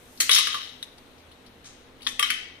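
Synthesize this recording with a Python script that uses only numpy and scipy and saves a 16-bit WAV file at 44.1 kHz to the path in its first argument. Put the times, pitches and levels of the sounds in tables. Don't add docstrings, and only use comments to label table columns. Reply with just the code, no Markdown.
import sys
import numpy as np
from scipy import signal
from scipy.fft import rfft, irfft
from scipy.io import wavfile
from scipy.ndimage import uniform_filter1d

SR = 44100
rng = np.random.default_rng(int(sys.argv[2]) if len(sys.argv) > 2 else 0)


def magnitude_from_level(level_db):
    exponent = np.asarray(level_db, float) / 20
    return 10 ** exponent


def master_out(mix):
    frames = np.transpose(np.atleast_2d(mix))
    ceiling = np.clip(frames, -1, 1)
    pcm = np.round(ceiling * 32767).astype(np.int16)
    wavfile.write(sys.argv[1], SR, pcm)


N = 114660

# (frequency [Hz], density [dB per Hz])
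HUM_SPECTRUM = [(12, -64), (20, -0.5), (123, -14.5), (154, -12.5), (252, -7.5), (1000, -14), (3970, -20.5),
                (4820, -30), (14500, -44.5)]
# (frequency [Hz], width [Hz], level [dB])
DRONES = [(81.8, 4, -67), (121.3, 22, -69), (251.8, 15, -63), (471, 81, -67)]
# (frequency [Hz], left-right likeness [0-1])
HUM_COHERENCE = [(60, 0.93), (240, 1), (950, 0.22), (3770, 0.023), (15000, 1)]
# (frequency [Hz], left minus right [dB])
HUM_BALANCE = [(60, 1), (950, -2), (15000, 18.5)]
# (time [s], level [dB])
HISS_LEVEL = [(0, -61.5), (.18, -55.5), (.8, -66.5), (1.5, -71), (1.9, -73), (2.6, -88.5)]
# (time [s], level [dB])
GRIP_LEVEL = [(0, -64), (.2, -81), (2, -66), (2.15, -60), (2.4, -65), (2.6, -78)]
# (time [s], level [dB], frequency [Hz])
COUNTER_BUMP = (.35, -42, 55)
# (frequency [Hz], t60 [s])
KITCHEN_T60 = [(1000, 0.29), (2000, 0.67), (3500, 0.63), (6000, 0.6), (10000, 0.32), (15000, 0.23)]
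# (frequency [Hz], width [Hz], gain [dB])
TILE_MODES = [(1950, 160, 5), (3134, 106, 3)]
# (frequency [Hz], left minus right [dB])
PORT_BALANCE = [(300, 5), (700, -7), (1400, -2), (3000, 12), (5500, 12.5), (8500, -6.5), (11000, -0.5),
                (14000, 10)]
# (time [s], level [dB], centre [Hz], t60 [s], spread [octaves])
CREAKS = [(0.173, -49, 4400, 0.099, 0.42), (.827, -32, 3650, 0.045, 0.11), (0.98, -44.5, 3900, 0.035, 0.65),
          (1.18, -60.5, 4060, 0.26, 0.64), (1.313, -49.5, 3500, 0.088, 0.33),
          (1.462, -51, 3860, 0.088, 0.6), (1.657, -45, 4980, 0.034, 0.51), (2.005, -53.5, 2720, .15, 0.44),
          (2.018, -40.5, 3620, 0.039, 0.48), (2.027, -42, 3640, 0.055, 0.65),
          (2.044, -48, 3700, 0.25, 0.62)]
# (time [s], peak [dB], ring [Hz], low body [dB], edge [dB])
SNAPS = [
    (0.827, -22, 3750, -38, -23.5),
    (2.066, -13, 3500, -8, -36),
    (2.0706, -8, 3500, -12.5, -33),
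    (2.0801, -24, 3660, -26, -32),
    (2.0898, -22, 3500, -26, -23),
]
# (time [s], level [dB], t60 [s], rise [s], top frequency [Hz])
CRACKS = [
    (.2, -14, 0.09, 0.0028, 16000),
    (1.64, -49, 0.42, 0.0035, 8600),
    (2.074, -36.5, 0.17, 0.0063, 11800),
    (2.195, -47, .03, 0.00039, 16200),
    (2.301, -19, 0.012, 0.0016, 16000),
]
# (frequency [Hz], level [dB])
CRACK_SPECTRUM = [(180, -81), (300, 1.5), (856, -26), (1080, -8), (3950, -4), (4990, -6), (6520, -0.5),
                  (14700, -10.5), (16000, -36)]
# (time [s], level [dB])
RATTLE_LEVELS = [
    [(.3, -35), (.32, -21.5), (.39, -29.5), (.45, -34.5), (.6, -40), (.7, -49)],
    [(2.2, -42), (2.24, -33.5), (2.42, -63), (2.5, -80)],
]
# (frequency [Hz], level [dB], t60 [s])
ICE_MODES = [(2120, 5.5, 0.012), (2600, -32, 0.017), (3000, -4, 0.071), (3118, -2.5, 0.052),
             (3230, -1.5, 0.048), (3478, 1, 0.025), (3700, -1.5, 0.082), (3930, 1, 0.05), (4456, -6, 0.094),
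             (5310, 1, 0.064), (5650, -5, 0.084), (6670, 3, 0.012)]
# (frequency [Hz], level [dB], t60 [s])
WALL_MODES = [(480, -12, .09), (1110, -1, .06), (1210, 0, .065), (1450, -7, .04), (1750, -8, .035)]
# (frequency [Hz], level [dB])
BODY_SPECTRUM = [(750, -45), (1100, -2.5), (2200, 1.5), (3200, -1.5), (4200, -11), (5600, -4), (7000, -3),
                 (9000, -4)]
# (frequency [Hz], level [dB])
EDGE_SPECTRUM = [(5000, -11), (7000, -7.5), (8300, -4), (10500, 6), (12500, -2.5), (15000, -13),
                 (16500, -29)]
# (time [s], peak [dB], body [dB], edge [dB], ring time scale)
LANDINGS = [
    (0.2933, -3, -14, -15, 0.78),
    (2.194, -7.5, -12.5, -10.5, 0.77),
    (2.2268, -4.5, -11.5, -21, 0.64),
    (2.3028, -5, -12, -19.5, 0.56),
]
# (frequency [Hz], level [dB], t60 [s])
LANDING_MODES = [
    [(483, -19, 0.071), (1076, -7.5, 0.03), (1720, -14.5, 0.04), (2930, -4, 0.032), (3350, -2, 0.053),
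     (3850, -8.5, 0.046), (5060, -26, 0.022)],
    [(488, -17.5, 0.19), (1177, -3, 0.062), (1510, -18, .03), (2495, -1, 0.032), (2820, -5, 0.036),
     (3280, 0.5, .035), (3800, -3.5, 0.03), (4540, -14, 0.04)],
    [(1172, -5.5, 0.055), (2230, 0, 0.047), (2580, -16, .04), (3124, -1, 0.068), (3500, -10.5, 0.036),
     (3930, -7, 0.049), (4300, -11, 0.027), (5530, -8, 0.034)],
    [(1083, -15.5, 0.073), (1464, -6.5, 0.056), (2340, 2, 0.036), (2634, -9.5, 0.028), (3050, -1.5, 0.059),
     (3288, -4.5, .04), (3700, -8, 0.042), (4790, -8, .03)],
]
# (time [s], peak [dB], strongest ring [Hz], wall boom [dB], edge [dB])
CLACKS = [(0.308, -16, 3500, -47, -13), (0.3146, -5, 4010, -31.5, -15.5), (0.325, -23, 3800, -35, -30),
          (0.333, -5.5, 5700, -42, -32), (0.339, -11, 3920, -42, -16), (0.347, -12, 4200, -39, -25),
          (0.35, -7, 5800, -38, -14), (0.3615, -5.5, 3500, -24, -17.5), (0.368, -14, 3500, -35, -18),
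          (0.378, -9.5, 3700, -30.5, -18), (0.3844, -5, 3820, -26.5, -21), (0.39, -14.5, 3550, -31, -23),
          (0.4, -19, 3700, -43, -30), (0.471, -11.5, 3050, -23.5, -23), (0.544, -20, 3000, -13, -20),
          (0.6154, -40, 3800, -38, -30)]
# (frequency [Hz], level [dB], t60 [s])
CUP_MODES = [(1420, -37, 0.39), (1940, -36, 0.43), (3070, -43, 0.59), (3100, -40, .4)]
# (time [s], level [dB])
CUP_HITS = [
    (2.192, -3),
    (2.227, -11),
    (2.305, -13),
]


def evened(x):
    return x / np.sqrt(np.mean(x ** 2) + 1e-20)


def read(points, hz):
    f, value = np.transpose(points)
    return np.interp(np.log(hz + 1), np.log(f + 1), value)


def add(mix, s, sound):
    part = mix[round(s * SR):][:len(sound)]
    part += sound[:len(part)]


def colour(x, points, share=1):
    gain = magnitude_from_level(share * read(points, np.fft.rfftfreq(x.shape[-1], 1 / SR)))
    return irfft(rfft(x) * gain, x.shape[-1])


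def resonance(hz, centre, width):
    return 1 / (1 + (2 * (hz - centre) / width) ** 2)


def burst(points, t60, centre_hz=3200, spread=1.8):
    t, hz = np.arange(4096) / SR, np.fft.rfftfreq(4096, 1 / SR)
    octaves = np.log2((hz + 1) / centre_hz)
    lean = magnitude_from_level(read(points, hz) - 6.9 * (octaves / spread) ** 2)
    noise = evened(irfft(rfft(rng.standard_normal(4096)) * lean))
    return noise * magnitude_from_level(-60 * t / t60) * np.minimum(t / 0.00042, 1)


def edge(t60):
    return burst(EDGE_SPECTRUM, t60, 9300, 18.0)


def ring(modes, centre_hz, spread, scatter_db, t60_scale=1):
    t = np.arange(4096) / SR
    hz, db, t60 = np.transpose(modes)[:, :, None]
    u = rng.standard_normal((3, len(modes), 1))
    db = db + scatter_db * u[0] - 9 * (np.log2(hz / centre_hz) / spread) ** 2
    decay = magnitude_from_level(db - 60 * t / (t60 * t60_scale))
    x = (decay * np.sin(2 * np.pi * hz * (1 + 0.025 * u[1]) * t + 1.11 * u[2])).sum(0)
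    return x * np.minimum(t / 0.00088, 1) / abs(x).max()


def hum():
    frames, hz = N // 256 + 5, np.fft.rfftfreq(1024, 1 / SR)
    a, b, c, d, patches = rng.standard_normal((frames, 513, 5)).T
    patches = evened(uniform_filter1d(uniform_filter1d(patches, 10, 0), 12, 1))
    same = np.clip(read(HUM_COHERENCE, hz), -1, 1)[:, None]
    left = a + 1j * b
    right = same * left + np.sqrt(1 - same ** 2) * (c + 1j * d)
    half_balance = np.array([[.5], [-.5]]) * read(HUM_BALANCE, hz)
    spectrum = magnitude_from_level(half_balance + read(HUM_SPECTRUM, hz))[:, :, None]
    z = np.array([left, right]) * spectrum * magnitude_from_level(0.6 * patches)
    out = magnitude_from_level(-55) * evened(signal.istft(z, nperseg=1024, noverlap=768)[1][:, :N])
    t, fine = np.arange(N) / SR, np.fft.rfftfreq(N, 1 / SR)
    for f, width, db in DRONES:
        noise = rng.standard_normal((3, N))
        shared = noise[0] + 0.42 * noise[1:]
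        out += magnitude_from_level(db) * evened(irfft(rfft(shared) * resonance(fine, f, width), N))
    hiss_spectrum = [(1000, -17), (3500, -9), (7000, 2.0), (14000, -1), (15500, -15)]
    hiss = evened(colour(rng.standard_normal((2, N)), hiss_spectrum))
    return out + hiss * magnitude_from_level(np.interp(t, *np.transpose(HISS_LEVEL)))


def thud():
    out, (s, db, hz) = np.zeros(N), COUNTER_BUMP
    t = np.arange(0, 1 / hz, 1 / SR)
    add(out, s, magnitude_from_level(db) * np.sin(2 * np.pi * t * hz) * np.hanning(len(t)))
    low = rng.standard_normal((3, N))
    low = colour(low[0] + .6 * low[1:], [(15, -23), (24, 6), (40, -5), (90, -30), (200, -72)])
    level = np.interp(np.arange(N) / SR, *np.transpose(GRIP_LEVEL))
    return out + evened(low) * magnitude_from_level(level)


def kitchen(x):
    taps = np.zeros((2, SR))
    at = np.arange(400, SR - 20, 20) + rng.integers(0, 20, (2, (SR - 401) // 20))
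    np.put_along_axis(taps, at, rng.choice([-1., 1.], at.shape), 1)
    hz, t, z = signal.stft(taps, SR, nperseg=256)
    decay = magnitude_from_level(-60 * t / read(KITCHEN_T60, hz)[:, None])
    tail = signal.istft(z * decay, SR, nperseg=256)[1]
    fine = np.fft.rfftfreq(tail.shape[1], 1 / SR)
    tile_db = sum(db * resonance(fine, f, width) for f, width, db in TILE_MODES)
    tail = irfft(rfft(tail) * magnitude_from_level(tile_db), tail.shape[1])
    tail = magnitude_from_level(-6.5) * tail / np.linalg.norm(tail[0])
    early = np.zeros_like(tail)
    echo_at = rng.integers(60, 900, (2, 7))
    np.put_along_axis(early, echo_at, magnitude_from_level(-15.5) * rng.choice([-1., 1.], (2, 7)), 1)
    return signal.fftconvolve(x[None], tail + early, axes=1)[:, :N]


def creaks():
    out, t = np.zeros(N), np.arange(4096) / SR
    for s, db, hz, t60, spread in CREAKS:
        body = burst([(1000, 0), (9000, 0)], t60, hz, spread) + magnitude_from_level(-5.5) * edge(t60)
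        swell = np.minimum(t / 0.0031, 1) * np.minimum((t[-1] - t) / 0.027, 1)
        add(out, s, magnitude_from_level(db) * body * swell)
    return out


def snaps():
    out, t = np.zeros(N), np.arange(4096) / SR
    envelope = magnitude_from_level(-60 * t / 0.0077) * np.minimum(t / 0.00014, 1)
    for s, db, hz, low_db, edge_db in SNAPS:
        pop = np.sin(2 * np.pi * hz * t)
        pop = pop + magnitude_from_level(-10) * np.sin(2 * np.pi * 0.504 * hz * t)
        pop = pop + magnitude_from_level(low_db + 3.5) * np.sin(2 * np.pi * 1150 * t)
        blow = envelope * pop + magnitude_from_level(-20) * burst(BODY_SPECTRUM, 0.077, hz, 1.05)
        blow = blow + magnitude_from_level(edge_db + 13) * edge(0.0086)
        add(out, s + 0.00069, magnitude_from_level(db) * blow)
    return out


def cracks():
    out, t = np.zeros(N), np.arange(16384) / SR
    for s, db, t60, rise, top_hz in CRACKS:
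        size = magnitude_from_level(0.31 * np.minimum(rng.exponential(1, len(t)), 3))
        grains = rng.standard_normal(len(t)) * size * (rng.random(len(t)) < .4)
        slow = uniform_filter1d(uniform_filter1d(rng.standard_normal(len(t)), 70), 70)
        clumps = magnitude_from_level(3.75 * evened(slow))
        dull = colour(colour(grains, CRACK_SPECTRUM), [(top_hz, 0), (1.38 * top_hz, -18)])
        envelope = magnitude_from_level(db - 60 * t / t60) * np.minimum(t / rise, 1) ** 2
        add(out, s, evened(dull) * clumps * envelope)
    return out


def rattle():
    size = magnitude_from_level(4.4 * np.minimum(rng.exponential(1, N), 4))
    size = size * (rng.random(N) < 700 / SR)
    kind, t, out = rng.integers(0, 12, N), np.arange(N) / SR, np.zeros(N)
    level = sum(magnitude_from_level(np.interp(t, *np.transpose(c), -120, -120)) for c in RATTLE_LEVELS)
    for k in range(12):
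        knock = ring(ICE_MODES, 3680, 0.46, 2.9, 0.41)
        knock = knock + magnitude_from_level(-9.5) * burst(BODY_SPECTRUM, 0.011) + magnitude_from_level(-22.0) * edge(0.023)
        out += signal.oaconvolve(size * level * (kind == k), knock)[:N]
    return out * magnitude_from_level(-3.5)


def landings():
    out, t = np.zeros(N), np.arange(4096) / SR
    for (s, db, body_db, edge_db, scale), modes in zip(LANDINGS, LANDING_MODES):
        tone = np.zeros(len(t))
        for f, d, t60 in modes:
            decay = magnitude_from_level(d - 60 * t / (scale * min(t60, .12)))
            tone += decay * np.sin(2 * np.pi * (f * t + 0.37 * rng.random()))
        tone = tone * np.minimum(t / 0.00086, 1) / abs(tone).max()
        body = magnitude_from_level(body_db) * burst(BODY_SPECTRUM, 0.033, 2620, 1.38)
        add(out, s, magnitude_from_level(db) * (tone + body + magnitude_from_level(edge_db) * edge(0.025)))
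    return out


def blade_cup():
    out, t = np.zeros(N), np.arange(SR // 2) / SR
    for s, db in CUP_HITS:
        for f, d, t60 in CUP_MODES:
            tone = np.sin(2 * np.pi * (f * t + rng.random()))
            add(out, s, magnitude_from_level(db + d - 60 * t / t60) * tone)
    return out


def clacks():
    out = np.zeros(N)
    for s, db, hz, wall_db, edge_db in CLACKS:
        blow = magnitude_from_level(-0.5) * ring(ICE_MODES, hz, 0.46, 3.8, 0.53)
        blow = blow + magnitude_from_level(-7) * burst(BODY_SPECTRUM, 0.025, hz, 0.87)
        blow = blow + magnitude_from_level(wall_db + 13) * ring(WALL_MODES, 800, 6.6, 0.5)
        blow = blow + magnitude_from_level(edge_db + 7.5) * edge(0.04)
        add(out, s - .0004, magnitude_from_level(db - 2.0) * blow)
    return out


def scene():
    tray = signal.sosfilt(signal.butter(3, 900, "high", fs=SR, output="sos"), snaps() + creaks())
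    blows = clacks() + blade_cup() + landings() + cracks() + rattle()
    near = blows + tray
    k = np.arange(256)
    shade = rng.standard_normal(256) * np.exp(-k / (0.0022 * SR))
    shade = shade / np.linalg.norm(shade) * magnitude_from_level(-3) + magnitude_from_level(-5.5) * (k == 0)
    direct = np.array([np.roll(near, shift=2), np.convolve(near, shade)[:N]])
    both = direct + kitchen(blows + magnitude_from_level(-7) * tray)
    both = signal.sosfilt(signal.butter(2, 420, "high", fs=SR, output="sos"), both)
    both = colour(both, [(520, -3), (750, -9.5), (1000, 0)])
    ports = np.array([colour(both[0], PORT_BALANCE, 0.31), colour(both[1], PORT_BALANCE, -0.41)])
    return ports + hum() + thud()


def band_limit(x):
    return signal.sosfilt(signal.butter(12, 16400, fs=SR, output="sos"), x)


def record(dry):
    soft = np.tanh(colour(dry, [(6500, 0.5), (7300, -5), (8000, 0.0)]) / 0.88) * 0.99
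    hz, t, z = signal.stft(soft, SR, nperseg=2048)
    luck = uniform_filter1d(rng.standard_normal((len(hz) // 14 + 1, len(t))), 2, 1)
    luck = luck.repeat(14, 0)[:len(hz)]
    threshold = read([(5500, 3.5), (7200, .6), (9000, .7), (12000, .45), (15000, .25)], hz)
    starved = luck > threshold[:, None]
    jump = np.diff(np.log((abs(z) ** 2).sum((0, 1)))) > .7
    attack = np.r_[jump, False] | np.r_[False, jump]
    gain = np.where(starved & ~attack, magnitude_from_level(-30), 1)
    thin = signal.istft(z * gain, SR, nperseg=2048)[1][:, :N]
    thin = signal.oaconvolve(thin, signal.firwin(255, 15600, fs=SR)[None], "same")
    return band_limit(np.clip(thin, -.9, .9))


dry = scene()
out = record(dry)
master_out(out)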